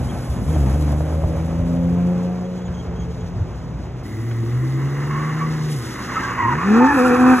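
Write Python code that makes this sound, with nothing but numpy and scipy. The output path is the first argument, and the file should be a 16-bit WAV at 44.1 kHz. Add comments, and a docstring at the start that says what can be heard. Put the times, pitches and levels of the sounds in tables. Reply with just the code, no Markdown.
"""A drift car pulls away and slides

A six-cylinder car drives off over gritty asphalt, its exhaust pulsing with each firing. Wind bumps the
microphone, another engine idles and something twitters. After a cut the car slides through a far bend:
the tyres scrub and squeal, the revs sag, then flare as the tail swings round. A grassy bank echoes
faintly, and two close microphone openings hear the treble a little apart."""
import sys
import numpy as np
from scipy import signal
from scipy.fft import rfft, irfft, next_fast_len
from scipy.io import wavfile
from scipy.ndimage import map_coordinates

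SR = 44100
rng = np.random.default_rng(int(sys.argv[2]) if len(sys.argv) > 2 else 0)


def unload_audio(sound):
    """Save the sound as a 16-bit wav file, at the path given as the first command line argument."""
    columns = np.transpose(np.atleast_2d(sound))
    # keep every value between -1 and 1, then stretch to whole-number steps
    steps = np.round(np.clip(columns, -1, 1) * 32767)
    wavfile.write(sys.argv[1], SR, steps.astype(np.int16))


N = 326340
TIME = np.arange(N) / SR
LAUNCH_S, CUT_S = 0.427, 4.03  # the clutch bites; the scene jumps to the bend
START_M, SPEED_M_PER_S = 12, 5  # the car as it drives off


def amp(db):
    """Decibels to gain."""
    return 10 ** (np.asarray(db) / 20)


def decibels(gain):
    """Gain to decibels."""
    return 20 * np.log10(gain)


def unit(x):
    """Scale to an average (rms) level of 1."""
    return x / np.sqrt(np.mean(x ** 2) + 1e-20)


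def curve(points):
    """Join (time, value) points into one value per sample."""
    return np.interp(TIME, *np.transpose(points))


def along(points, hz):
    """Read between (frequency, value) points on a log axis."""
    freqs, values = np.transpose(points)
    return np.interp(np.log(hz + 1), np.log(freqs + 1), values)


def wobble(rate):
    """A smooth curve through `rate` random values a second."""
    coarse = np.arange(0, N + 32, 32) / SR
    values = rng.standard_normal(int(N * rate / SR) + 5)
    return np.interp(TIME, coarse, map_coordinates(values, [coarse * rate]))


def swell(start, end, attack, release):
    """Rise smoothly to 1, hold until the end, then die away."""
    rise = np.clip((TIME - start) / attack, 0, 1)
    return np.sin(rise * np.pi / 2) ** 2 * np.exp(-np.maximum(TIME - end, 0) / release)


def filtered(x, response):
    """Multiply each frequency in x by response(hz)."""
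    size = next_fast_len(N + 8192)
    return irfft(rfft(x, size) * response(np.fft.rfftfreq(size, 1 / SR)), size)[..., :N]


def shaped(x, spectrum):
    """Colour x with (frequency [Hz], gain [dB]) points."""
    return filtered(x, lambda hz: amp(along(spectrum, hz)))


def noise(spectrum):
    """Coloured noise at level 1."""
    return unit(shaped(rng.standard_normal(N), spectrum))


def angle(hz):
    """Running phase of a moving frequency."""
    return 2 * np.pi * np.cumsum(hz) / SR


def tone(phase, db):
    """A sine wave at the given rms level."""
    return np.sqrt(2) * amp(db) * np.sin(phase)


def bursts(rows, spectrum, decay):
    """Short cracks of coloured noise that start suddenly."""
    size = sum(amp(db) * (TIME > s) * np.exp(-np.abs(TIME - s) / decay) for s, db in rows)
    return filtered(size * rng.standard_normal(N), lambda hz: unit(amp(along(spectrum, hz))))


def distance():
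    """Metres to the car as it drives off."""
    return START_M + SPEED_M_PER_S * np.maximum(TIME - LAUNCH_S, 0)


def dulled(x):
    """Air swallows the treble of a far sound."""
    return shaped(x, [(6500, 1), (9000, -10.5), (12000, -8.5), (15000, -6.0)])


def bank_echo(x, fade_s):
    """Grass and trees scatter sound back, differently left and right."""
    t = np.arange(SR // 2) / SR
    tail = rng.standard_normal((2, len(t))) * amp(-60 * t / fade_s)
    echo = signal.fftconvolve(x[None], tail / np.linalg.norm(tail[0]), axes=1)[:, :N]
    return shaped(echo, [(150, -26), (500, -13), (1500, -11), (8000, -22)])


def chirping():
    """A thin, trembling twitter: a few clear chirps among runs of soft ones."""
    # clear chirps (time [s], pitch [Hz], level [dB])
    clear_chirps = [(.1, 3240, -45), (2.665, 3380, -52.5), (2.803, 3244, -47.5)]
    # soft runs (start [s], end [s], level [dB])
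    soft_runs = [(0.305, 0.897, -56.5), (2.5, 3.25, -55.5)]
    tremble = angle(1 + .024 * wobble(300))  # phase of an unsteady 1 Hz
    chirps = list(clear_chirps)
    for start, end, db in soft_runs:
        for s in np.arange(start, end, .06):
            late, sharp, loud = rng.standard_normal(3)
            chirps.append((s + .04 * late, 3300 * (1 + .025 * sharp), db + 3 * loud))
    out = np.zeros(N)
    for s, hz, db in chirps:
        near = np.abs(TIME - s) < .05
        phase = hz * tremble[near]
        voice = tone(phase, db) + tone(2 * phase, db + rng.normal(-3, 3))
        out[near] += np.exp(-((TIME[near] - s) / 0.012) ** 2) * voice
    return out


def idling():
    """A waiting car hums steadily over a soft, low murmur."""
    # tones of the hum, main one first (pitch [Hz], level [dB])
    tones = [(124.5, -37), (74.2, -43.5), (248.5, -48.5), (369.4, -49.5)]
    main_hz = tones[0][0]
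    phase = angle(main_hz * (1 + 0.01086 * wobble(25)))
    hum = sum(tone(phase * hz / main_hz, db + 2.7 * wobble(15)) for hz, db in tones)
    murmur = noise([(40, -7.5), (80, -1), (330, -6.5), (2000, -26.5), (7000, -50), (16000, -65)])
    return hum + amp(-37) * murmur


def wind(breeze_db=-48.5):
    """Gusts rumble and thump on the microphone, partly different left and right."""
    # gusts (start [s], end [s], level [dB])
    gusts = [(-.1, 0.1, -23), (0.273, 0.423, -23), (1.094, 1.93, -30), (2.623, 3.881, -31.5)]
    # thumps (time [s], level [dB])
    thumps = [(.308, -14.5), (1.25, -12), (1.613, -15), (2.71, -25), (2.89, -20.5), (3.244, -20.5),
              (3.37, -17.5), (3.419, -14)]
    # colour of the rumble (frequency [Hz], level [dB])
    colour = [(18, -44.5), (38, -26), (55, 13), (80, 4.5), (120, 3), (220, -4.5), (4000, -110)]
    gusting = sum(amp(db) * swell(start, end, attack=0.11, release=0.11) for start, end, db in gusts)
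    middle, side = (unit(noise(colour) * amp(0.8 * wobble(14))) for _ in range(2))
    out = (amp(breeze_db) + gusting) * (middle + 0.17 * side * np.array([[1], [-1]]))
    for s, db in thumps:
        push = amp(db) * np.exp(-((TIME - s) / 0.016) ** 2)
        out += push * np.sin(angle(80 * (1 + 0.291 * wobble(90))))
    return out


def stone_ticks():
    """Flicked-up stones tick."""
    # ticks (time [s], level [dB])
    ticks = [(2.68, -37), (4.3121, -31.5), (5.6894, -38)]
    return bursts(ticks, [(300, -10), (1500, 0), (3500, -16), (15000, -55)], decay=.008)


def grit(db):
    """Sand sprayed by the tyres: a hiss of tiny bursts, thrown in clumps."""
    # colour of the sand (frequency [Hz], level [dB])
    colour = [(1500, -5), (4500, 1), (11000, -1.5), (13500, -8.5), (15500, -21.5)]
    return amp(db) * unit(noise(colour) * amp(2.0 * wobble(900) + 1.7 * wobble(28)))


def rolling(roar_db=-31, crunch_db=-47, loss_db_per_m=0.01):
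    """Tyres roar and crunch, most as they spin at the launch; with distance both fade, the crunch dulls."""
    # colour of the roar (frequency [Hz], level [dB])
    road = [(40, 1.5), (130, 22), (300, 7), (600, 10), (1000, 4.5), (2000, -7), (4000, -19), (6500, -17),
            (16000, -78)]
    metres = distance()
    spin = swell(LAUNCH_S, 0.81, attack=0.13, release=0.092)
    near_db = decibels(START_M / metres)
    crunch = grit(crunch_db + near_db - loss_db_per_m * (metres - START_M) + 2.5 * spin)
    far = np.interp(TIME, [.8, 2.6], [0, 1])
    roar = amp(roar_db + near_db + 1.5 * spin + 2.1 * wobble(16)) * noise(road)
    return roar + (1 - far) * crunch + far * dulled(crunch)


def scrubbing(tread_db=-19.5, sand_db=-55):
    """Sliding rubber chatters, squeaks, hisses and throws sand; it sounds lower as the car turns away."""
    # strength of the scrub (time [s], level [dB])
    scrub_levels = [(4.04, -50.5), (4.75, -40.5), (5.1, -33.5), (5.38, -31.5), (5.76, -43), (6.18, -27),
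                    (6.51, -27.5), (6.72, -23), (7.28, -21)]
    # rubber entering the bend (frequency [Hz], level [dB])
    early_colour = [(110, -7), (400, -2), (680, -7.5), (1080, 6.5), (1450, 1), (2050, 2), (2450, -16),
                    (2800, -6.5), (3200, -23), (6800, -20.5), (13000, -79)]
    # rubber after turning away (frequency [Hz], level [dB])
    late_colour = [(50, -13), (350, 1), (640, -17), (1000, 1.5), (1350, 0.5), (1820, -2.5), (2080, -19),
                   (2550, -6), (2900, -33), (6000, -32), (12000, -80)]
    # sand off the rear tyres (start [s], end [s], level [dB])
    sprays = [(5.63, 5.813, -42), (6.863, 7.074, -40.5), (7.242, 7.405, -42)]
    # tyre hiss, dipping between the two slides (time [s], level [dB])
    hiss_levels = [(4.04, -53), (6.28, -40), (6.41, -51), (6.57, -46), (6.72, -40.5), (7.4, -39)]
    turn = np.interp(TIME, [6.1, 6.95], [0, np.pi / 2])
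    rubber = np.cos(turn) * noise(early_colour) + np.sin(turn) * noise(late_colour)
    chatter = unit(rubber * amp(1.1 * wobble(25) + 1.2 * wobble(160)))
    squeaks = np.zeros(N)
    for hz in (1003, 1271, 1470, 1770):  # tread blocks squeak at random
        phase = angle(hz * (1 + .04 * wobble(14)))
        squeaks += tone(phase, tread_db + 7.2 * np.minimum(wobble(28), 1))
    spray = sum(amp(db) * swell(start, end, attack=0.098, release=0.13) for start, end, db in sprays)
    hiss = dulled(grit(curve(hiss_levels)))
    first_slip = amp(-48.5) * swell(CUT_S, 6.4, attack=.03, release=0.28)
    rasp = first_slip * noise([(1500, -29), (1980, 0.5), (2450, -28.5)])
    sand = grit(decibels(amp(sand_db) + spray))
    return amp(curve(scrub_levels)) * (chatter + squeaks) + rasp + sand + hiss


def squealing():
    """The rear tyres stick and slip at a gliding pitch; uneven grip makes them flutter."""
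    # squeals (start [s], end [s], first pitch [Hz], last pitch [Hz], level [dB], octave offset [dB])
    squeals = [(5.1, 5.3, 1105, 1130, -32, -18), (5.405, 5.45, 1145, 1115, -29, -18),
               (6.155, 6.178, 1360, 1270, -24.5, -24), (6.21, 6.34, 1140, 1100, -32, -22),
               (6.228, 6.258, 1570, 1625, -27.5, -21), (6.375, 6.505, 1110, 1040, -23, -20),
               (6.38, 6.455, 995, 940, -22.5, -6), (6.48, 6.54, 960, 950, -23, -12),
               (6.58, 6.635, 1110, 1175, -29, -14), (6.803, 6.87, 895, 878, -16, -12),
               (6.866, 6.925, 895, 880, -21, -1.5), (7.046, 7.066, 1410, 1420, -21, -22)]
    out = np.zeros(N)
    for start, end, first_hz, last_hz, db, octave_db in squeals:
        hz = np.interp(TIME, [start, end], [first_hz, last_hz])
        rough = np.interp(db, [-23, -16], [1, .4])  # hard squeals are steadier
        phase = angle(hz * (1 + rough * .018 * (wobble(70) + wobble(260))))
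        voice = tone(phase, db) + tone(2 * phase, db + octave_db)
        flutter = amp(3.5 * rough * np.minimum(wobble(110), 1))
        out += swell(start, end, attack=0.006, release=0.009) * voice * flutter
    return out


def exhaust_pops():
    """Hard firings pop in the exhaust."""
    # pops (time [s], level [dB])
    pops = [(0.563, -20.5), (0.634, -23), (0.926, -22.5), (1.006, -21), (1.238, -19)]
    return bursts(pops, [(150, -18), (580, 0), (1200, -16), (8000, -70)], decay=.005)


def exhaust_ringing():
    """Uneven firings keep the pipe ringing; each note wanders in pitch and strength."""
    # ringing notes (start [s], end [s], pitch [Hz], level [dB])
    notes = [(.45, 1.45, 315, -40), (.98, 1.85, 550, -38), (.95, 1.8, 603, -42), (2.8, 3.2, 441, -41),
             (4.55, 4.76, 328, -36)]
    out = np.zeros(N)
    for start, end, hz, db in notes:
        ring = tone(angle(hz * (1 + 0.013 * wobble(45.02))), db + 3.0 * wobble(39.95))
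        out += swell(start, end, attack=0.09, release=0.1) * ring
    return out


def boom(hz):
    """Gain in dB for a tone at hz: the exhaust booms near its own low notes."""
    # low resonances of the pipe (centre [Hz], width [Hz], level [dB])
    peaks = [(70.4, 19.6, -16), (136.6, 47, -20.5), (176.9, 16.5, -13), (216.5, 12, -28.5),
             (256.3, 12.95, -22.5)]
    power = sum((amp(db) / (1 + (2 * (hz - centre) / width) ** 2)) ** 2 for centre, width, db in peaks)
    return 10 * np.log10(power)


def overtones(phase, hz, pipe, bank_db, uneven_db, rasp_db, flutter_db, fall_db, skip):
    """Exhaust tones above the firing rate, plus gas rasping out at each firing."""
    out = np.zeros(N)
    for k in range(7, 49):
        multiple = k / 6  # six firings make one engine cycle
        if multiple == skip:  # the caller plays this tone
            continue
        # unequal banks (rows of cylinders) add the halves, unequal cylinders the other sixths
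        share_db = 0 if k % 6 == 0 else bank_db if k % 3 == 0 else uneven_db
        db = share_db - fall_db * max(0, multiple - 3) + along(pipe, multiple * hz)
        scatter = rng.uniform(0, 2 * np.pi) * (k % 3 > 0)
        out += tone(multiple * (phase + np.pi / 2) + scatter, db + flutter_db * wobble(20))
    puffs = rng.standard_normal(N) * (1 + np.cos(phase)) ** 2 * amp(1.7 * wobble(120))
    gas = shaped(puffs, [(28, -49), (75, -26), *pipe, (9000, -63)])
    return out + amp(rasp_db) * unit(gas)


def pulling_away(ease_s=2.076, coast_db=-10.5, burble_db=2.3):
    """The clutch bites and the revs creep up; the two cylinder banks throb at half the firing rate."""
    # revs (time [s], firing rate [Hz])
    revs = [(0.0, 127.4), (0.42, 119.7), (0.52, 160.7), (0.68, 124.4), (0.78, 152.3), (0.92, 144.8),
            (1.04, 154.7), (1.4, 163), (2.1, 177.8), (2.58, 182), (2.8, 173), (3.2, 172.4), (4.02, 156.7)]
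    # the exhaust from close by (frequency [Hz], gain [dB])
    pipe = [(200, -1.5), (260, 12), (320, 1.5), (385, -4), (460, -2.5), (540, 2), (650, -18.5), (712, -3),
            (790, -9), (880, -12), (2500, -9.5)]
    hz = curve(revs)
    stumble = np.interp(TIME, [1.2, 1.9], [.008, .002])  # firing steadies as the revs rise
    phase = angle(hz * (1 + stumble * wobble(70)))
    load = np.maximum(swell(LAUNCH_S, ease_s, attack=0.072, release=0.58), amp(coast_db))
    drive_db = decibels(load * START_M / distance())
    throb = tone(phase / 2, drive_db + boom(hz / 2) + burble_db * wobble(70))
    throb += tone(phase * 1.5, drive_db + boom(hz * 1.5) + 0.5 * wobble(36))
    snarl_db = np.interp(hz, [172, 177], [-38, -31.5])  # harsher at higher revs
    bank_db = np.interp(hz, [160, 178], [-4, 1.5])
    upper = overtones(phase, hz, pipe, bank_db, uneven_db=-13.5, rasp_db=-8,
                      flutter_db=3.5, fall_db=3.0, skip=1.5)
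    firing = tone(phase, drive_db + boom(hz) + .5 * wobble(33))
    return firing + load * throb + amp(drive_db + snarl_db) * upper  # the banks even out off load


def sliding_engine():
    """Part throttle through the bend, a lift, then stabs that flare to high revs."""
    # revs (time [s], firing rate [Hz])
    revs = [(4.04, 98.4), (4.28, 117.1), (4.45, 114.2), (4.58, 125.8), (5.4, 158.4), (5.73, 151.1),
            (5.83, 108.8), (6.1, 92.8), (6.39, 89), (6.492, 120.4), (6.646, 186), (6.85, 259.9),
            (6.93, 294.9), (7.0, 244.4), (7.055, 253.7), (7.11, 244.9), (7.335, 255.7), (7.4, 241)]
    # pedal presses (opens [s], closes [s], rise [s], firing tone [dB], octave [dB], overtones [dB])
    throttle = [(3.96, 5.765, 0.38, -22.5, -39, -38.5), (4.42, 4.87, 0.14, -20, -40.5, -40),
                (6.385, 6.576, 0.084, -24, -33, -34), (6.595, 6.854, 0.15, -11.5, -22.5, -25.5),
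                (6.912, 7.143, 0.042, -17, -20, -26.5), (7.107, 7.328, 0.15, -11, -27.5, -24)]
    # the exhaust from afar (frequency [Hz], gain [dB])
    pipe = [(200, -4), (245, 2), (290, -4.5), (335, 2), (395, -8.5), (490, -5), (600, -25.5), (770, 1.5),
            (880, -20), (1000, -6), (1270, -1.5), (3000, -18)]
    hz = curve(revs)
    presses = [np.outer(amp(levels), swell(opens, closes, rise, release=0.045))
               for opens, closes, rise, *levels in throttle]
    shut = amp([-53, -40, -38.5])[:, None]  # the same three levels with the pedal up
    fire_db, octave_db, upper_db = decibels(np.maximum(np.max(presses, axis=0), shut))
    phase = angle(hz * (1 + 0.0041 * wobble(25)))
    octave_db += np.interp(2 * hz, [515, 555], [0, -26])  # the silencer cancels it at peak revs
    firing = tone(phase, fire_db + .5 * wobble(35))
    octave = tone(2 * phase, octave_db + 1.9 * wobble(30))
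    bank_db = np.interp(hz, [118, 145, 230], [-10, 2, -13])  # the banks differ most at middle revs
    fall_db = np.interp(hz, [160, 230], [7, 2.5])  # firings have a sharper edge at high revs
    upper = overtones(phase, hz, pipe, bank_db, uneven_db=-8, rasp_db=-16,
                      flutter_db=2.0, fall_db=fall_db, skip=2)
    return firing + octave + amp(upper_db) * upper


def stereo(x):
    """The two microphone openings hear slightly different timing and levels."""
    # how far left runs ahead of right (frequency [Hz], phase [rad])
    lead = [(0, 0), (400, -.6), (1150, -.6), (1550, .55), (3000, .9), (3800, 1.7), (4700, 3.2),
            (16000, 19.7)]
    # left minus right (frequency [Hz], level [dB])
    tilt = [(120, 0), (400, 2), (1000, -2.5), (1900, 0)]
    sides = np.array([[.5], [-.5]])
    timing = lambda hz: np.exp(1j * np.interp(hz, *np.transpose(lead)) * sides)
    return filtered(x, lambda hz: timing(hz) * amp(along(tilt, hz) * sides))


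def scene():
    """The launch, then the bend, over the background sounds."""
    in_bend = np.clip((TIME - CUT_S) * 200, 0, 1)
    launch = pulling_away() + rolling()
    bend = sliding_engine() + scrubbing() + squealing()
    car = (1 - in_bend) * launch + in_bend * bend + exhaust_ringing()
    mix = car + idling() + stone_ticks() + exhaust_pops() + chirping() + wind()
    return stereo(mix) + bank_echo(car, fade_s=.3)


def record(dry):
    """The microphone sheds the deepest bass and the highest treble."""
    low_hz, top_hz = 32, 15700
    return filtered(dry, lambda hz: (hz < top_hz) * hz ** 2 / np.hypot(hz ** 2, low_hz ** 2))


dry = scene()
out = record(dry)
unload_audio(out)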